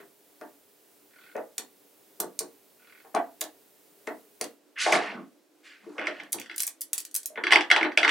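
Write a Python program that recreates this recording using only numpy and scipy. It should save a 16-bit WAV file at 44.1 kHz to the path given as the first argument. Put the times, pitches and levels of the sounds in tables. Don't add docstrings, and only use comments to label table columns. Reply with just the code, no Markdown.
import sys
import numpy as np
from scipy import signal
from scipy.fft import rfft, irfft
from scipy.io import wavfile
from scipy.ndimage import uniform_filter1d

SR = 44100
rng = np.random.default_rng(int(sys.argv[2]) if len(sys.argv) > 2 else 0)


def master(y):
    cut = np.clip(np.atleast_2d(y).T, -1, 1)
    pcm = np.round(cut * 32767)
    wavfile.write(sys.argv[1], SR, pcm.astype(np.int16))


N = 357210
T = np.arange(N) / SR

# [f/Hz, relative level/dB]
EARLY_FLOOR = [(29, -91.5), (50, -60), (87, -18.5), (128, -20), (179, -12.5), (269, -7.5), (297, 2),
               (334, -9), (405, 1.5), (468, -5.5), (610, -8), (1110, -16.5), (6450, -20), (15700, -14.5)]
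LATE_FLOOR = [(29, -108), (50, -58), (257, -13), (289, -0.5), (425, -10.5), (582, -10.5), (776, -18),
              (1260, -22.5), (1520, -20.5), (1720, -23.5), (15700, -30)]
# [t/s, level/dB, pitch f/Hz, extra ring near that pitch/dB]
THUDS = [(0.002, -41.5, 410, 1.5), (0.413, -31.5, 620, -2), (1.354, -22, 576, 7.5), (1.368, -33, 555, 10),
         (1.584, -37.5, 647, -2), (2.201, -24, 397, -5.5), (2.406, -32, 436, 3.5), (3.048, -42.5, 702, 2),
         (3.148, -12.5, 689, 5.5), (3.416, -32.5, 736, -3), (4.074, -23, 604, -4), (4.411, -27, 589, -3.5),
         (4.863, -12, 752, 5), (4.925, -10.5, 681, 0), (5.865, -35, 337, 12), (5.984, -28.5, 584, -1),
         (6.079, -29.5, 658, 6), (6.344, -30, 391, -6.5), (7.302, -43, 630, 10), (7.375, -22.5, 670, -5.5),
         (7.52, -10.5, 840, 8.5), (7.559, -17.5, 792, 7.5), (7.708, -21, 754, 1), (7.762, -12.5, 846, 0),
         (7.849, -15.5, 866, -4.5), (7.976, -22, 702, 8), (8.049, -20.5, 850, 0)]
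# [multiple of the blow's pitch, level/dB, t60/s]
TABLE_TOP_MODES = [(0.448, -7, 0.025), (.65, -11, 0.028), (0.819, -6.5, 0.016), (1.011, -5.5, 0.029),
                   (1.299, 2, 0.0084), (1.7, -7, 0.012), (2.298, 1, 0.0069), (3.2, -3.5, 0.0072),
                   (4.498, -12, 0.008)]
# [f/Hz, t60/s, relative level/dB, likeness of left and right 0-1]
ROOM_BANDS = [(192, 0.38, -1.5, 0.7), (429, 0.25, 2.5, 0.7), (1217, 0.23, 1.5, 0.68),
              (2870, 0.19, -0.5, 0.55), (7300, 0.16, -2, 0.3), (14100, 0.09, 3, 0)]
# [t/s, level/dB, hardness/dB per octave]
SNAPS = [(0.4122, -41.5, -14), (1.3657, -38, -19), (1.581, -12, -5.5), (2.2016, -10, -0.5),
         (2.391, -9, -0.5), (3.1486, -21, -11.5), (3.4096, -14, 11), (3.4136, -13.5, -9),
         (3.4396, -25.5, -1), (4.0721, -29, -16), (4.4121, -14, -7.5), (4.4419, -22, -8),
         (4.924, -15.5, -10), (6.2343, -40.5, -12), (6.3218, -15.5, 10), (6.329, -9, -3),
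         (6.3855, -28, -23), (6.399, -23.5, 0), (6.5616, -22, 1), (6.5808, -15, -3.5), (6.5966, -20.5, -8),
         (6.6037, -9, -3), (6.6209, -13.5, 13), (6.6334, -15, -4.5), (6.6681, -12.5, 11), (6.6769, -16, -6),
         (6.8094, -17, 9.5), (6.8163, -16.5, 1.5), (6.9318, -9, -1), (6.98, -13, -2), (7.003, -22, -2),
         (7.0512, -23.5, -2.5), (7.113, -36, -1), (7.1436, -17.5, 6.5), (7.1515, -10, -0.5),
         (7.1625, -10, 3), (7.232, -29, 2), (7.2587, -13, 4.5)]
# [f/Hz, level/dB, t60/s]
SNAP_MODES = [(2410, -20, 0.002), (3290, -7.5, 0.0012), (4900, 2.5, 0.00063), (6480, -1, 0.0014),
              (8500, -6, 0.003), (11170, -12, 0.0013), (11440, -28, 0.00089), (12770, -2, 0.0012),
              (14760, -24.5, 0.003)]
TICK_ROW_PEAKS = [1.2378, 2.9238]
# [f/Hz, level/dB, t60/s]
TICK_MODES = [(1470, -2, .012), (1650, -28, 0.028), (2260, 11, 0.0036), (3120, 1, 0.0043),
              (3820, 10, 0.0016)]
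# [t/s, level/dB, hardness/dB per octave]
BALL_ROLLS = [
    [(4.756, -81, -15), (4.78, -28.5, -27), (4.822, -23.5, -1.5), (4.872, -28.5, -3), (4.916, -31.5, -3),
     (4.932, -24, -2), (4.996, -31, -9.5), (5.092, -33.5, -16), (5.174, -52, -13), (5.282, -93, -11)],
    [(5.63, -70, -16), (5.66, -47, -5), (5.702, -45.5, -10.5), (5.798, -55.5, -12.5), (5.981, -68.5, 4),
     (5.99, -32, -36), (6.078, -32.5, -28), (6.132, -42, -14), (6.19, -43, -14.5), (6.31, -88, -5)],
]
# [t/s, rumble level/dB, low roll's lift over it/dB before LOW_ROLL_SHARE]
TABLE_DRAGS = [
    [(4.82, -76, 12), (4.872, -41, -3.5), (4.916, -53, -1), (4.928, -21, -12.5), (5.036, -36, -15),
     (5.174, -41, 4.5), (5.22, -51.5, 17), (5.265, -68.5, 19), (5.31, -87, 3)],
    [(5.8, -89, 11), (5.866, -56, 9.5), (5.95, -54, -22), (6.078, -35.5, -22), (6.132, -58, -14),
     (6.206, -48, 0), (6.3, -62, 5), (6.33, -82, 9.5)],
]
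# [f/Hz before the pitch spread, t60 in cycles of that f, contacts per second]
BALL_GRAINS = [(2302, 27, 3500), (4100, 23, 6600), (7230, 53, 7000)]
TABLE_GRAINS = [(682, 11, 740), (271.6, 33, 610), (1270, 20, 1700)]
# [t/s, level/dB]
CLACKS = [(4.925, -9), (4.9536, -16), (5.9823, -25), (6.0407, -47), (6.0588, -34), (6.0706, -16.5),
          (6.1999, -28.5), (6.4978, -30), (7.3581, -31.5), (7.4386, -16.5), (7.469, -12), (7.4782, -26),
          (7.5079, -12.5), (7.5174, -12), (7.5233, -3.5), (7.5336, -5.5), (7.5582, -3.5), (7.6091, -16),
          (7.7029, -11.5), (7.714, -1.5), (7.7628, -9), (7.8114, -14.5), (7.8298, -13), (7.8428, -28),
          (7.9195, -29.5), (7.9751, -4.5), (8.0312, -9), (8.0483, -7.5), (8.079, -9.5), (8.0934, -7)]
# [f/Hz, level/dB, t60/s]
CLACK_MODES = [(332.6, -32, 0.04), (848, 0.5, 0.0021), (1616, -9, 0.0073), (2110, 0, 0.0084),
               (2680, 6, 0.0023), (3550, -18.5, 0.0038), (4700, -24.5, 0.0072), (5590, -18, 0.0038),
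               (7660, -15, 0.0012), (9270, -25, 0.00056)]
# [start t/s, length/s, mean level/dB, hardness/dB per octave]
FLURRIES = [(5.993, .1, -39, -4), (6.399, 0.077, -44, 7), (6.511, .045, -38, 2), (7.998, 0.039, -30, 5)]
# [f/Hz, level/dB]
CLACK_TO_ROOM = [(300, 4), (1300, 7), (2130, -9), (3300, 4.5), (10000, 4)]

EARLY_FLOOR_DB, LATE_FLOOR_DB = -58.5, -63.5
FLOOR_ALIKE, FLOOR_CHANGE_S = 0.6, (4.51, 4.6)
HISS_TOP_HZ, LOW_CUT_HZ, TOP_HZ = 15850, 200, 16600
# (dB per octave at level 0 dB, more per dB of level)
THUD_HARDNESS, CLACK_HARDNESS = (3.43, 0.23), (1.2, 0.19)
HARDNESS_SCATTER_DB = 2
RING_WIDTH = 0.13
TICK_GAP_S, TICK_DB, TICK_HARDNESS_DB = 0.0258, -47, -3
TICK_FADE_DB = 0.35
ROLL_SPAN_S, ROLL_GAIN_DB = (4.7, 6.4), -7.0
RASP_DB = -0.5
LOW_ROLL_SHARE = 0.85
FLURRY_GAP_S, FLURRY_SCATTER_DB = 0.015, 6
FLURRY_JITTER = 0.5


def undb(db):
    return 10 ** (np.asarray(db, float) / 20)


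def unit(x):
    return x / np.sqrt(np.mean(x ** 2))


def noise_pair(n, alike):
    mid, side = rng.standard_normal((2, n))
    alike = np.clip(alike, 0, 1)
    opposite = np.array([[1], [-1]])
    return np.sqrt((1 + alike) / 2) * mid + np.sqrt((1 - alike) / 2) * side * opposite


def colour(x, points):
    hz, db = np.transpose(points)
    n = x.shape[-1]
    f = np.maximum(np.arange(n // 2 + 1) * SR / n, 1)
    return irfft(rfft(x) * undb(np.interp(np.log(f), np.log(hz), db)), n)


def spot(db):
    return undb([[db / 2], [-db / 2]])


def ring(modes, scale, detune, scatter_db, hardness_db=0):
    hz, db, t60 = np.transpose(modes)[:, :, None]
    pitch_draw, level_draw, sign_draw = rng.standard_normal((3, len(modes), 1))
    t = np.arange(int(t60.max() * SR) + 2) / SR
    f = np.clip(hz * scale * np.exp(detune * pitch_draw), 50, SR * 0.45)
    swell = (1 - np.exp(-t * f / 0.76)) ** 2
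    tilt_db = hardness_db * np.log2(np.maximum(hz, 1))
    gain = np.sign(sign_draw) * undb(db + scatter_db * level_draw + tilt_db)
    decay = 1000.0 ** (-t / t60)
    y = (gain * swell * np.sin(2 * np.pi * f * t) * decay).sum(0)
    return y / np.abs(y).max()


def blows(events, modes, count, chain_s, drop_db, gain_db, pan_db,
          detune=0.087, scatter_db=3.0, lead_db=-9.5, soften=0.057):
    out = np.zeros((2, N + SR))
    for s, db, hardness_db, *pitch in events:
        hz, ring_db = pitch or (1, 0)
        rung = [(f, mode_db + ring_db * np.exp(-(np.log(f) / RING_WIDTH) ** 2), t60)
                for f, mode_db, t60 in modes]
        gaps = chain_s * (0.4 + 0.6 * rng.exponential(size=count))
        lags = np.r_[-chain_s, 0, np.cumsum(gaps)]
        followers_db = -drop_db * (1 + 0.4 * np.arange(count)) + 1.6 * rng.standard_normal(count)
        falls_db = np.r_[lead_db, 0, followers_db]
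        spots_db = pan_db + 2 * rng.standard_normal(count + 2)
        for lag, fall_db, spot_db in zip(lags, falls_db, spots_db):
            y = ring(rung, hz, detune, scatter_db, hardness_db + soften * fall_db)
            y = y * undb(db + gain_db + fall_db)
            i = max(int((s + lag) * SR), 0)
            out[:, i:i + len(y)] += y * spot(spot_db)
    return out[:, :N]


def hardened(events, law):
    top_db, slope = law
    return [(s, db, top_db + slope * db + HARDNESS_SCATTER_DB * rng.standard_normal(), *pitch)
            for s, db, *pitch in events]


def floor():
    fade = np.interp(T, FLOOR_CHANGE_S, (1, 0))
    step = int(SR / 9)
    held = np.repeat(rng.standard_normal(N // step + 1), step)[:N]
    flicker = uniform_filter1d(held, step)
    early = undb(EARLY_FLOOR_DB) * unit(colour(noise_pair(N, FLOOR_ALIKE), EARLY_FLOOR))
    late = undb(LATE_FLOOR_DB) * unit(colour(noise_pair(N, FLOOR_ALIKE), LATE_FLOOR))
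    both = fade * early + np.sqrt(1 - fade ** 2) * late
    both = both * undb(0.65 * flicker + np.array([[-0.5], [0.5]]))
    return signal.sosfilt(signal.ellip(8, 0.2, 60, HISS_TOP_HZ, fs=SR, output="sos"), both)


def thuds():
    return blows(hardened(THUDS, THUD_HARDNESS), TABLE_TOP_MODES, count=7, chain_s=0.0045, drop_db=4.0,
                 gain_db=-2.5, pan_db=3.5, detune=0.072, lead_db=-14.0, soften=0.44)


def room(x):
    t, tail = T[:int(0.5 * SR)], 0
    for hz, t60, db, alike in ROOM_BANDS:
        band_shape = [(hz / 2.4, -40), (hz / 1.6, 0), (hz * 1.6, 0), (hz * 2.4, -40)]
        band = unit(colour(noise_pair(len(t), alike), band_shape))
        build_up = 1 - np.exp(-t * hz / 1.43)
        decay = 1000.0 ** (-t / t60)
        tail = tail + undb(db) * band * np.sqrt(hz / 1000) * build_up * decay
    tail = tail / np.sqrt(np.sum(tail ** 2) / 2)
    return signal.oaconvolve(x[None], tail, axes=1)[:, :N]


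def snaps():
    return blows(SNAPS, SNAP_MODES, count=6, chain_s=0.0007, drop_db=5.0, gain_db=-1.55, pan_db=-1.5)


def ticks():
    events = [(s + k * TICK_GAP_S, TICK_DB - TICK_FADE_DB * k ** 2, TICK_HARDNESS_DB)
              for s in TICK_ROW_PEAKS for k in range(-5, 4)]
    return blows(events, TICK_MODES, count=2, chain_s=0.00113, drop_db=7.0,
                 gain_db=0.0, pan_db=-4.5, detune=0.027)


def patter(n, hz, cycles, per_s, spread_db=3.5, kinds=16):
    out = 0
    for step in np.linspace(-1, 1, kinds):
        size = undb(spread_db * np.minimum(rng.exponential(size=n), 4))
        train = (rng.random(n) < per_s / kinds / SR) * size
        spot_db = 3 * rng.standard_normal() - 1
        mode = (hz * np.exp(0.474 * step), 0, cycles / hz)
        grain = ring([mode], 0.91, 0, 0) * undb(-9 * step ** 2)
        out = out + signal.oaconvolve(train, grain)[:n] * spot(spot_db)
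    return unit(out)


def rolling():
    a, b = (int(s * SR) for s in ROLL_SPAN_S)

    def follow(moves, tilt_share):
        gain = 0
        for move in moves:
            s, db, tilt_db = np.transpose(move)
            gain = gain + np.interp(T[a:b], s, undb(db + tilt_share * tilt_db), 0, 0)
        return gain

    balls = 0
    for grain in BALL_GRAINS:
        octaves = np.log2(grain[0] / BALL_GRAINS[0][0])
        balls = balls + follow(BALL_ROLLS, octaves) * patter(b - a, *grain)
    rumble, low, rasp = (patter(b - a, *grain) for grain in TABLE_GRAINS)
    table = follow(TABLE_DRAGS, 0) * (rumble + undb(RASP_DB) * rasp)
    table = table + follow(TABLE_DRAGS, LOW_ROLL_SHARE) * low
    return undb(ROLL_GAIN_DB) * np.pad(balls + table, ((0, 0), (a, N - b)))


def flurries():
    events = []
    for s, length, db, hardness_db in FLURRIES:
        for k in range(round(length / FLURRY_GAP_S)):
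            onset = s + (k + FLURRY_JITTER * rng.random()) * FLURRY_GAP_S
            events.append((onset, db + FLURRY_SCATTER_DB * rng.standard_normal(), hardness_db))
    return events


def clacks():
    return blows(hardened(CLACKS, CLACK_HARDNESS) + flurries(), CLACK_MODES, count=4, chain_s=0.0015,
                 drop_db=9.5, gain_db=2.0, pan_db=-1.0, detune=0.034)


def scene():
    thud, snap, tick, roll, clack = thuds(), snaps(), ticks(), rolling(), clacks()
    to_room = snap + undb(1.0) * colour(clack, CLACK_TO_ROOM)
    to_room = to_room + undb(1.5) * thud + undb(5.0) * tick + undb(-5.5) * roll
    tail = room(to_room.mean(0)) * undb([[-0.5], [0.5]])
    contacts = snap + clack + thud + tick + roll + tail
    low_cut = signal.butter(3, LOW_CUT_HZ, "high", fs=SR, output="sos")
    return signal.sosfilt(low_cut, contacts) + floor()


def record(dry):
    top_cut = signal.ellip(10, 0.2, 80, TOP_HZ, fs=SR, output="sos")
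    return signal.sosfilt(top_cut, np.clip(dry, -0.97, 0.97))


dry = scene()
out = record(dry)
master(out)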